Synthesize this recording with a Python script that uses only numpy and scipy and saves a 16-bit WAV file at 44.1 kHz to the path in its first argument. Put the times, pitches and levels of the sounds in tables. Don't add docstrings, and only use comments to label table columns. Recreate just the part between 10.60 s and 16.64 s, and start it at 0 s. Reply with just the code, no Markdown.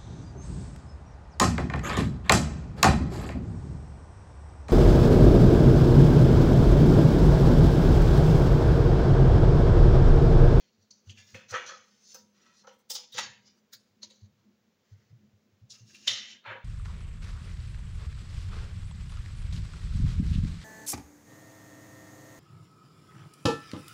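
import sys
import numpy as np
from scipy import signal
from scipy.fft import rfft, irfft, next_fast_len
from scipy.io import wavfile
from scipy.ndimage import uniform_filter1d

SR = 44100
rng = np.random.default_rng(int(sys.argv[2]) if len(sys.argv) > 2 else 0)


def wav_record(signal):
    frames = np.transpose(np.atleast_2d(signal))
    bounded = np.clip(frames, -1, 1)
    quanta = np.round(bounded * 32767).astype(np.int16)
    wavfile.write(sys.argv[1], SR, quanta)


N = 266452


def rubbing():
    # flat_db, bend_db, fizz_db, sizzle_db
    strokes = [ (0.004, 0.03, -68, 119, 0.099, -28, -1, -25, -30),
               (0.13, .025, -75.5, 350, .04, -29, -20, -40, -35),
               (0.23, 0.11, -73.5, 230, 0.085, -14, -23, -21, -18),
               (0.309, 0.0044, -47, 800, 0.027, -21.5, -22, -38, -40),
               (0.34, .02, -65.5, 154, 0.069, -20, -25, -33, -40),
               (0.475, 0.046, -69.5, 20, 0.024, -5, -12, -30, -27),
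               (0.507, 0.054, -54, 652, 0.023, -17, -9, -22, -34),
               (0.591, 0.045, -58, 300, 0.037, -21, 2.5, -20, -27),
               (0.703, 0.28, -61, 58, 0.034, -15, -8, -19, -18),
               (0.747, 0.011, -55.5, 175, 0.12, 1, 4.5, -16, -18),
               (0.891, .012, -58.5, 102, .01, -18.5, -3.5, -22, -23),
               (0.916, 0.037, -55, 700, .015, -12.5, -10.5, -23, -14),
               (0.944, 0.04, -48.5, 130, 0.11, 11, 8, -35.5, -33),
               (1.064, .006, -49, 100, 0.015, -24, -6, -24, -30),
               (1.091, .03, -49.5, 160, .15, 3, -2.5, -29.5, -41),
               (1.26, 0.065, -70.5, 38, 0.18, -22, -2.5, -17, -20),
               (1.52, 0.16, -51.5, 192, 0.012, -27, -17, -20, -26),
               (1.545, 0.01, -48.5, 264, 0.15, -7, -14, -26, -9),
               (1.751, 0.033, -72, 11, 0.097, -5.5, -2, -22, -23),
               (1.869, 0.08, -69.5, 152, 0.083, 1, 2, -19, -28),
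               (1.994, 0.12, -60, 248, .03, -18, -12, -19.5, -31),
               (2.04, .008, -70.5, 300, 0.02, 5.5, -6, -20, -31),
               (2.072, 0.0066, -59, 241, 0.057, 1.5, 1.5, -27, -24),
               (2.137, 0.031, -77, 200, 0.028, -2, 8, -8, -5),
               (2.196, 0.03, -76.5, 200, 0.019, -4, 0, -2, -1),
               (2.303, 0.0097, -36, 120, 0.017, -27, -11.5, -7, -8),
               (2.333, 0.0081, -48, 62, 0.018, -26, -15, -3, -6),
               (2.354, 0.0094, -36, 257, 0.092, -18.5, -12.5, -18.5, -20),
               (2.447, 0.045, -61, 93, 0.074, -28.5, -9.5, -28.5, -40),
               (2.523, .004, -63.5, 150, 0.016, -26.5, -9.5, -7, -3),
               (2.545, 0.011, -45, 5, 0.033, -15.5, -6, -30, -32),
               (2.587, 0.021, -31.5, 450, 0.039, -3, -3.5, -17, -23),
               (2.638, 0.069, -44.5, 193, 0.16, -7.5, -0.5, -28, -44),
               (2.876, 0.087, -61, 297, 0.083, -14, -14, -33, -40),
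               (2.981, 0.09, -76, 95, .01, -1, -10, -15, -12),
               (3.134, 0.014, -43.5, 752, 0.036, -22, -13.5, -19, -5),
               (3.168, 0.023, -71, 113, 0.26, -19, -9, -12, -16),
               (3.432, 0.014, -40.5, 620, .055, -21.5, -7.5, -28.5, -32.5),
               (3.509, 0.042, -59.5, 650, 0.031, -21, -2, -20, -28),
               (3.523, .02, -67.5, 44.5, .14, -23, -9, -30, -25),
               (3.793, .06, -84, 37, 0.055, 5, 0, -25, -18), (4.252, .08, -89, 14, 0.44, 0, 2, -23.5, -17),
               (4.325, .13, -74, 500, 0.033, -22, -17, -21.5, -18),
               (4.391, 0.1, -79, 70, 0.12, -10, -11, -25, -15),
               (5.105, .012, -47, 5, 0.018, -51, -33, -18.5, -33),
               (5.139, 0.027, -56, 152, 0.091, -17.5, -13, -18.5, -22),
               (5.292, 0.086, -61, -3, 0.18, -18.5, -13, -17, -22),
               (5.348, .008, -56, 304, 0.012, -30, -6, -19, -18),
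               (5.476, 0.0058, -23.5, 440, 0.043, -12.5, -6, -22.5, -28),
               (5.51, 0.025, -34, 181, 0.08, -13, -8.5, -24.5, -40),
               (5.572, 0.13, -43, 63, 0.16, -26, -3, -50, -54),
               (5.751, .04, -59, 280.5, 0.07, -8, 2, -40, -40),
               (5.704, .02, -63, 202, .015, -17, -12, -16, -25),
               (5.859, 0.02, -77.5, 40, 0.056, 31, 23.5, -39, -36),
               (5.918, 0.07, -79.5, 201, 0.049, 38.5, 27, -43, -38),
               (5.976, 0.057, -88.5, 57.5, .1, 36, 24.5, -28.5, -24)]
    fade_shares = [0.96, 0.99, 0.75, 1.2, 1.3]
    # frequency_hz, density_db
    edge_hiss = [(2500, -28), (3600, -2), (4500, 3), (6000, 3), (7200, 0), (8000, -44)]
    flat_of_sheet = [(250, -23.5), (600, 0), (900, 1), (1300, 10), (1700, 8), (2300, -54)]
    bend = [(1200, -10.5), (1800, 2.5), (2500, 1.5), (3000, 3.5), (3600, 1.5), (4500, -42.5)]
    fibre_fizz = [(6500, -34), (7500, 3), (8200, -1.5), (9100, -1), (10500, -8), (12200, -15), (13000, -39)]
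    top_sizzle = [(11500, -32.5), (13000, -13.5), (14300, -1.5), (15300, 5), (17000, -16.5)]
    rise_db = 28.5
    cutoff_db_per_s = 898
    gains, t = np.zeros((5, N)), np.arange(-SR // 2, SR // 2) / SR
    for peak_s, attack_s, hiss_db, base_fade, length_s, *relative_db in strokes:
        attack_db = rise_db * np.minimum(t, 0) / max(attack_s, .002)
        cutoff_db = cutoff_db_per_s * np.maximum(t - length_s, 0)
        fade_db = max(base_fade, 0) * np.maximum(t, 0)
        for gain, band_db, share in zip(gains, [0] + relative_db, fade_shares):
            add(gain, peak_s + t[0], amp(hiss_db + band_db + attack_db - cutoff_db - share * fade_db))
    gains = uniform_filter1d(gains, size=130, axis=1)
    pressure_db = 0.85 * drift(rate_hz=50)
    bands = [colour(fibre_slips(per_s=9000, spread_db=0.5), spectrum) * amp(pressure_db + drift(27))
             for spectrum in (edge_hiss, flat_of_sheet, bend, fibre_fizz, top_sizzle)]
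    return gains * bands


def fibre_slips(per_s, spread_db):
    sizes = amp(spread_db * np.minimum(rng.exponential(1, N), 4)) * rng.choice([-1, 1], N)
    return sizes * (rng.random(N) < per_s / SR)


def crease_snaps():
    # time_s, level_db, pitch_hz, swell_s, t60_s, relative_fizz_db
    snaps = [(0.308, -37.5, 4440, 0.002, 0.068, -34), (0.4966, -35.5, 2900, 0.0014, 0.11, -38),
             (0.5751, -41, 2540, 0.0016, 0.13, -28), (0.746, -28, 2003, 0.0016, 0.056, -37),
             (0.8964, -40.5, 5890, 0.0032, 0.06, -21.5), (0.9087, -30, 5450, 0.0014, 0.058, -36.5),
             (0.9406, -18.5, 1340, 0.0025, 0.19, -46.5), (0.9586, -18, 1346, 0.0023, 0.12, -55),
             (1.091, -28, 1181, 0.0048, 0.15, -53), (1.546, -29.5, 6050, 0.002, 0.052, -10.5),
             (2.0473, -51, 1400, 0.0018, 0.066, -43), (2.0732, -43.5, 1320, 0.002, 0.032, -40),
             (2.2996, -53, 5160, 0.0022, 0.041, -4), (2.318, -34, 4990, 0.0013, 0.15, -18),
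             (2.3507, -33.5, 5200, 0.0015, 0.067, -20), (2.524, -34, 3700, 0.0034, 0.092, -36),
             (2.544, -36, 5860, 0.0024, 0.033, -34), (2.5829, -15, 1864, 0.0012, 0.041, -34),
             (3.1358, -38, 4900, 0.0014, 0.049, -2), (3.4285, -56, 4080, 0.0024, 0.055, -21),
             (3.504, -41, 3680, 0.0028, 0.079, -20), (5.105, -51.5, 4400, 0.003, 0.037, -19),
             (5.3, -52, 1660, 0.002, 0.077, -40), (5.3487, -35.5, 2430, 0.0024, 0.054, -24),
             (5.4786, 2, 3380, 0.0026, 0.033, -44), (5.8536, -34.5, 950, 0.0038, 0.36, -47.5)]
    out, t = np.zeros(N), np.arange(SR // 4) / SR
    for time_s, level_db, hz, swell_s, t60_s, fizz_db in snaps:
        slips = rng.standard_normal(len(t))
        slips *= amp(1.1 * rng.standard_normal(len(t) // 40 + 1).repeat(40)[:len(t)])
        body = rms_one(resonate(resonate(slips, hz, 0.23 * hz), hz, 1.3 * hz))
        body = highpass(body, 0.33 * hz)
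        low_fizz = resonate(resonate(slips, 10000, 1500), 11000, 6000)
        high_fizz = resonate(resonate(slips, 14000, 1500), 15200, 2500)
        fizz = amp(fizz_db) * rms_one(low_fizz + .9 * high_fizz)
        envelope = (1 - np.exp(-t / swell_s)) ** 2 * amp(-60 * t / t60_s)
        add(out, time_s - .003, amp(level_db - 10) * envelope * (body + fizz))
    return out


def sheet_modes(excitation):
    # pitch_hz, width_hz, lift_db
    shapes = [
        [(4130, 200, 7), (4400, 98, 13), (5800, 120, 10)],
        [(4470, 130, 18), (4930, 100, 12), (5980, 390, 16.5), (6400, 180, 2)],
        [(2960, 480, 9.5), (4700, 90, 6), (6160, 370, 9.5)],
        [(1715, 27, 16), (2750, 300, -3), (3530, 100, 5), (4700, 86, -10), (6650, 180, 7.5)],
        [(1765, 170, 7), (2120, 100, -1), (2570, 100, 7), (4270, 100, 7.5), (6100, 200, 4.5)],
        [(1244, 26.7, -2), (1251, 17, 7), (1577, 60, 2.5), (1904, 80, 11), (2460, 90, 9.5), (4160, 250, 10),
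         (6100, 490, 10.5)],
        [(1400, 67, -7), (4450, 86, 6.5), (5350, 38, 12.5), (6250, 83, 5), (6120, 70, 14.5)],
        [(940, 59, 10.5), (1315, 28, 14), (1920, 56, 13.5), (3530, 100, 5), (4230, 50, 13), (5830, 52, 13)],
        [(850, 150, 16.5), (1380, 49, 8), (3360, 100, -1), (4150, 91, 13), (5940, 120, 12), (6150, 86, 7)],
        [(862, 62, 24.5), (3372, 600, 15), (5070, 530, 14.5), (5810, 260, 5.5), (6450, 510, 7)],
        [(3725, 440, 9.5), (5860, 400, 7.5)],
        [(865, 160, 12.5), (1896, 80, 8), (2620, 190, 7), (3850, 410, 10), (4650, 150, -1), (6350, 380, 5.5)],
        [(2700, 68, 6), (2980, 56, 18), (3630, 100, 11), (4820, 120, 10.5), (5330, 100, -5), (6500, 120, -3)],
        [(1590, 280, 18), (3830, 530, 13.5), (4830, 170, 11), (6580, 620, 10)],
        [(586, 18, 21.5), (958, 41, 20), (3990, 270, 14.5), (4310, 250, 15.5), (5960, 290, 11),
         (6420, 190, 14.5)],
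        [(1940, 280, 14), (4500, 400, 1)],
        [(1690, 130, 6), (2420, 100, 7), (2746, 94, 16), (4380, 200, 1), (5560, 400, 1.5)],
        [(2030, 320, 7.5), (2700, 73, 8.5), (3036, 190, 15.5), (3580, 83, 12.5), (3980, 200, 12),
         (5370, 270, 7)],
        [(907, 130, 7), (1520, 730, -4.5), (2170, 520, 15.5), (4180, 220, 23.5)],
    ]
    regrips = [0.3, 0.465, 0.56, 0.74, 0.885, 1.295, 1.735, 2.035, 2.29, 2.515, 2.57, 2.825, 3.12, 3.41,
               4.145, 5.095, 5.47, 5.84]
    thin_gain_db, thin_width_hz = 11.5, 16
    out = np.zeros(N)
    starts = [round(s * SR) for s in regrips]
    for start, end, modes in zip([0] + starts, starts + [N], shapes):
        piece = np.append(excitation[start:end], np.zeros(SR // 10))
        rung = piece + sum((amp(lift_db) - 1) * resonate(piece, hz, width) for hz, width, lift_db in modes)
        t = np.arange(len(piece)) / SR
        for place, rate, phase in rng.random((40, 3)):
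            awake = np.maximum(np.sin(2 * np.pi * ((1.4 + 7.5 * rate) * t + phase)), 0)
            rung += amp(thin_gain_db) * resonate(piece * awake, 700 + 9000 * place, thin_width_hz)
        same_energy = np.sqrt(np.sum(piece ** 2) / (np.sum(rung ** 2) + 1e-20))
        add(out, start / SR, same_energy * rung)
    return out


def desk_drag(flat):
    return amp(6.5) * sum(resonate(flat, hz, width_hz=40) for hz in (263.6, 346, 370, 538))


def fingertip_knocks():
    # start_s, level_db, share_of_free_ring, hardness_db_per_octave
    knocks = [(0.748, -39.5, 0.32, -11.5), (0.923, -38.5, 0.47, 10), (0.937, -29, 0.29, -1),
              (1.118, -45.5, 0.43, -3.5), (1.546, -43, 0.36, -0.5), (2.044, -49.5, 0.48, 4),
              (2.075, -39, 0.22, 0), (2.111, -48, 0.14, -1), (2.165, -64, 0.16, -13),
              (2.305, -43, 0.37, 2.5), (2.354, -52, 0.51, -5), (2.547, -44.5, 0.66, 1),
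              (2.588, -42.5, 0.65, -6), (3.134, -63, .3, -8), (3.509, -60, 0.24, 1), (5.479, -43, 0.3, -9),
              (5.952, -38, 0.23, 0)]
    # pitch_hz, level_db, free_t60_s
    desk_modes = [(200, -6.5, 0.1), (498.4, -1.5, 0.68), (520.7, 0.5, 0.43), (802, -3.5, 0.33),
                  (955, -10.5, 1), (1143, -20.5, 0.067), (1311, -13, 0.67), (2065, -18.5, 0.17)]
    out, t = np.zeros(N), np.arange(SR // 2) / SR
    for start_s, level_db, ring_share, hardness in knocks:
        ring = np.zeros(len(t))
        for hz, mode_db, t60_s in desk_modes:
            strike_db = mode_db + rng.normal(0, 3.8) + hardness * np.log2(hz / 510)
            ring += amp(strike_db - 60 * t / (t60_s * ring_share)) * np.sin(2 * np.pi * hz * t)
        add(out, start_s, amp(level_db - 7) * (1 - np.exp(-t / 0.0039)) * ring)
    return out


def furniture_thuds():
    # time_s, level_db, pitch_hz, swell_s, relative_rumble_db
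    thuds = [(0.185, -64.5, 98, 0.014, -15), (0.477, -43, 96, 0.013, -13), (0.569, -57.5, 96, 0.022, -20),
             (0.742, -44.5, 102, 0.01, -17), (0.923, -44, 103.6, 0.0086, -23),
             (2.546, -62, 114, 0.0075, 1.5), (2.669, -62, 112, .012, 3.5), (3.149, -71.5, 114, 0.012, -11),
             (3.628, -44, 100, 0.011, -14.5), (4.322, -45, 101, 0.011, -14.5),
             (4.511, -48, 106, 0.011, -6.5), (4.739, -57.5, 99.4, 0.01, -17),
             (4.931, -61.5, 100, 0.01, -17.5), (5.023, -48, 102.7, 0.0089, -7.5),
             (5.212, -49, 113.5, 0.013, -12), (5.505, -52.5, 112, 0.012, -32),
             (5.877, -48, 108.8, 0.014, -11.5)]
    out, t = np.zeros(N), np.arange(SR // 2) / SR
    for time_s, level_db, hz, swell_s, rumble_db in thuds:
        rise = t / swell_s
        push = (rise / 2) ** 2 * np.exp(2 - rise) * np.sin(2 * np.pi * hz * t)
        noise = rms_one(resonate(resonate(rng.standard_normal(len(t)), 105, 30), 130, 40))
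        rumble = amp(rumble_db - 60 * t / 0.65) * noise * (1 - np.exp(-t / 0.0071))
        add(out, time_s - .012, amp(level_db) * (push + rumble))
    return out


def room_reflections(x, t60_s=0.56, level_db=-11.5):
    t = np.arange(SR // 2) / SR
    tail = rng.standard_normal(len(t)) * amp(-60 * t / t60_s) * (t > .004)
    tail = signal.lfilter([.6], [1, -.4], tail)
    return amp(level_db) * signal.fftconvolve(x, tail / np.sqrt(np.sum(tail ** 2)))[:N]


def hum(base_db=-76.5, waver_db=3.5):
    # pitch_hz, width_hz, relative_db
    resonances = [(207.1, 8.3, -2.5), (231, 42, -10), (99.8, 19, -14.5), (346.5, 52, -13.5)]
    # centre_s, level_db
    swells = [(0.52, -63), (0.76, -61.5), (1.05, -65), (1.55, -76), (1.83, -68.5), (2.07, -78), (2.62, -56),
              (3.46, -64.5), (3.68, -72), (3.88, -61), (4.07, -72), (4.63, -64), (4.881, -66),
              (5.298, -62.5), (5.42, -61), (5.52, -59.5), (5.61, -64), (5.75, -68), (5.96, -68.5)]
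    slope_db_per_s, half_hold_s = 350, 0.021
    t = np.arange(N) / SR
    drone = sum(amp(db) * rms_one(resonate(resonate(rng.standard_normal(N), hz, width), hz, width))
                for hz, width, db in resonances)
    waver = amp(base_db + waver_db * drift(rate_hz=3.6))
    swelling = sum(amp(db - slope_db_per_s * np.maximum(np.abs(t - centre_s) - half_hold_s, 0))
                   for centre_s, db in swells)
    return (waver + swelling) * drone


def noise_floor(level_db=-71):
    # frequency_hz, density_db
    spectrum = [(15, -80), (25, -54.5), (80, -22.5), (170, -15.5), (212, -6.5), (317, -27.5), (373, -20),
                (489, -18.5), (754, -27.5), (1260, -29), (5880, -34), (7000, -36), (8360, -52),
                (13000, -49.5), (15000, -41), (17000, -29.5)]
    return amp(level_db) * colour(rng.standard_normal(N), spectrum)


def amp(db):
    return 10 ** (np.asarray(db) / 20)


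def rms_one(x):
    return x / np.sqrt(np.mean(x ** 2) + 1e-20)


def colour(x, spectrum):
    hz, db = np.transpose(spectrum)
    size = next_fast_len(N)
    grid_hz = np.maximum(np.fft.rfftfreq(size, 1 / SR), 1)
    gain = amp(np.interp(np.log(grid_hz), np.log(hz), db))
    return rms_one(irfft(rfft(x, size) * gain, size)[:N])


def drift(rate_hz):
    r = np.exp(-2 * np.pi * rate_hz / SR)
    return rms_one(signal.lfilter([1], [1, -2 * r, r * r], rng.standard_normal(N + SR))[SR:])


def resonate(x, hz, width_hz):
    r = np.exp(-np.pi * width_hz / SR)
    feedback = [1, -2 * r * np.cos(2 * np.pi * hz / SR), r * r]
    return signal.lfilter([(1 - r * r) / 2, 0, (r * r - 1) / 2], feedback, x)


def highpass(x, hz):
    return signal.sosfilt(signal.butter(2, hz, "high", fs=SR, output="sos"), x)


def add(out, start_s, sound):
    i = round(start_s * SR)
    sound, i = sound[max(-i, 0):], max(i, 0)
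    out[i:i + len(sound)] += sound[:N - i]


def scene():
    creases, knocks = crease_snaps(), fingertip_knocks()
    hiss, flat, bend, fizz, sizzle = rubbing()
    paper = sheet_modes(hiss + flat + bend + creases + room_reflections(creases)) + fizz + sizzle
    desk = desk_drag(flat) + knocks + room_reflections(knocks) + furniture_thuds()
    return (paper + desk + hum() + noise_floor())[None]


def record(dry):
    low_cut_hz, high_cut_hz = 45, 15800
    top_cut = signal.ellip(12, .5, 70, high_cut_hz, fs=SR, output="sos")
    return signal.sosfilt(top_cut, highpass(dry, low_cut_hz))


dry = scene()
out = record(dry)
wav_record(out)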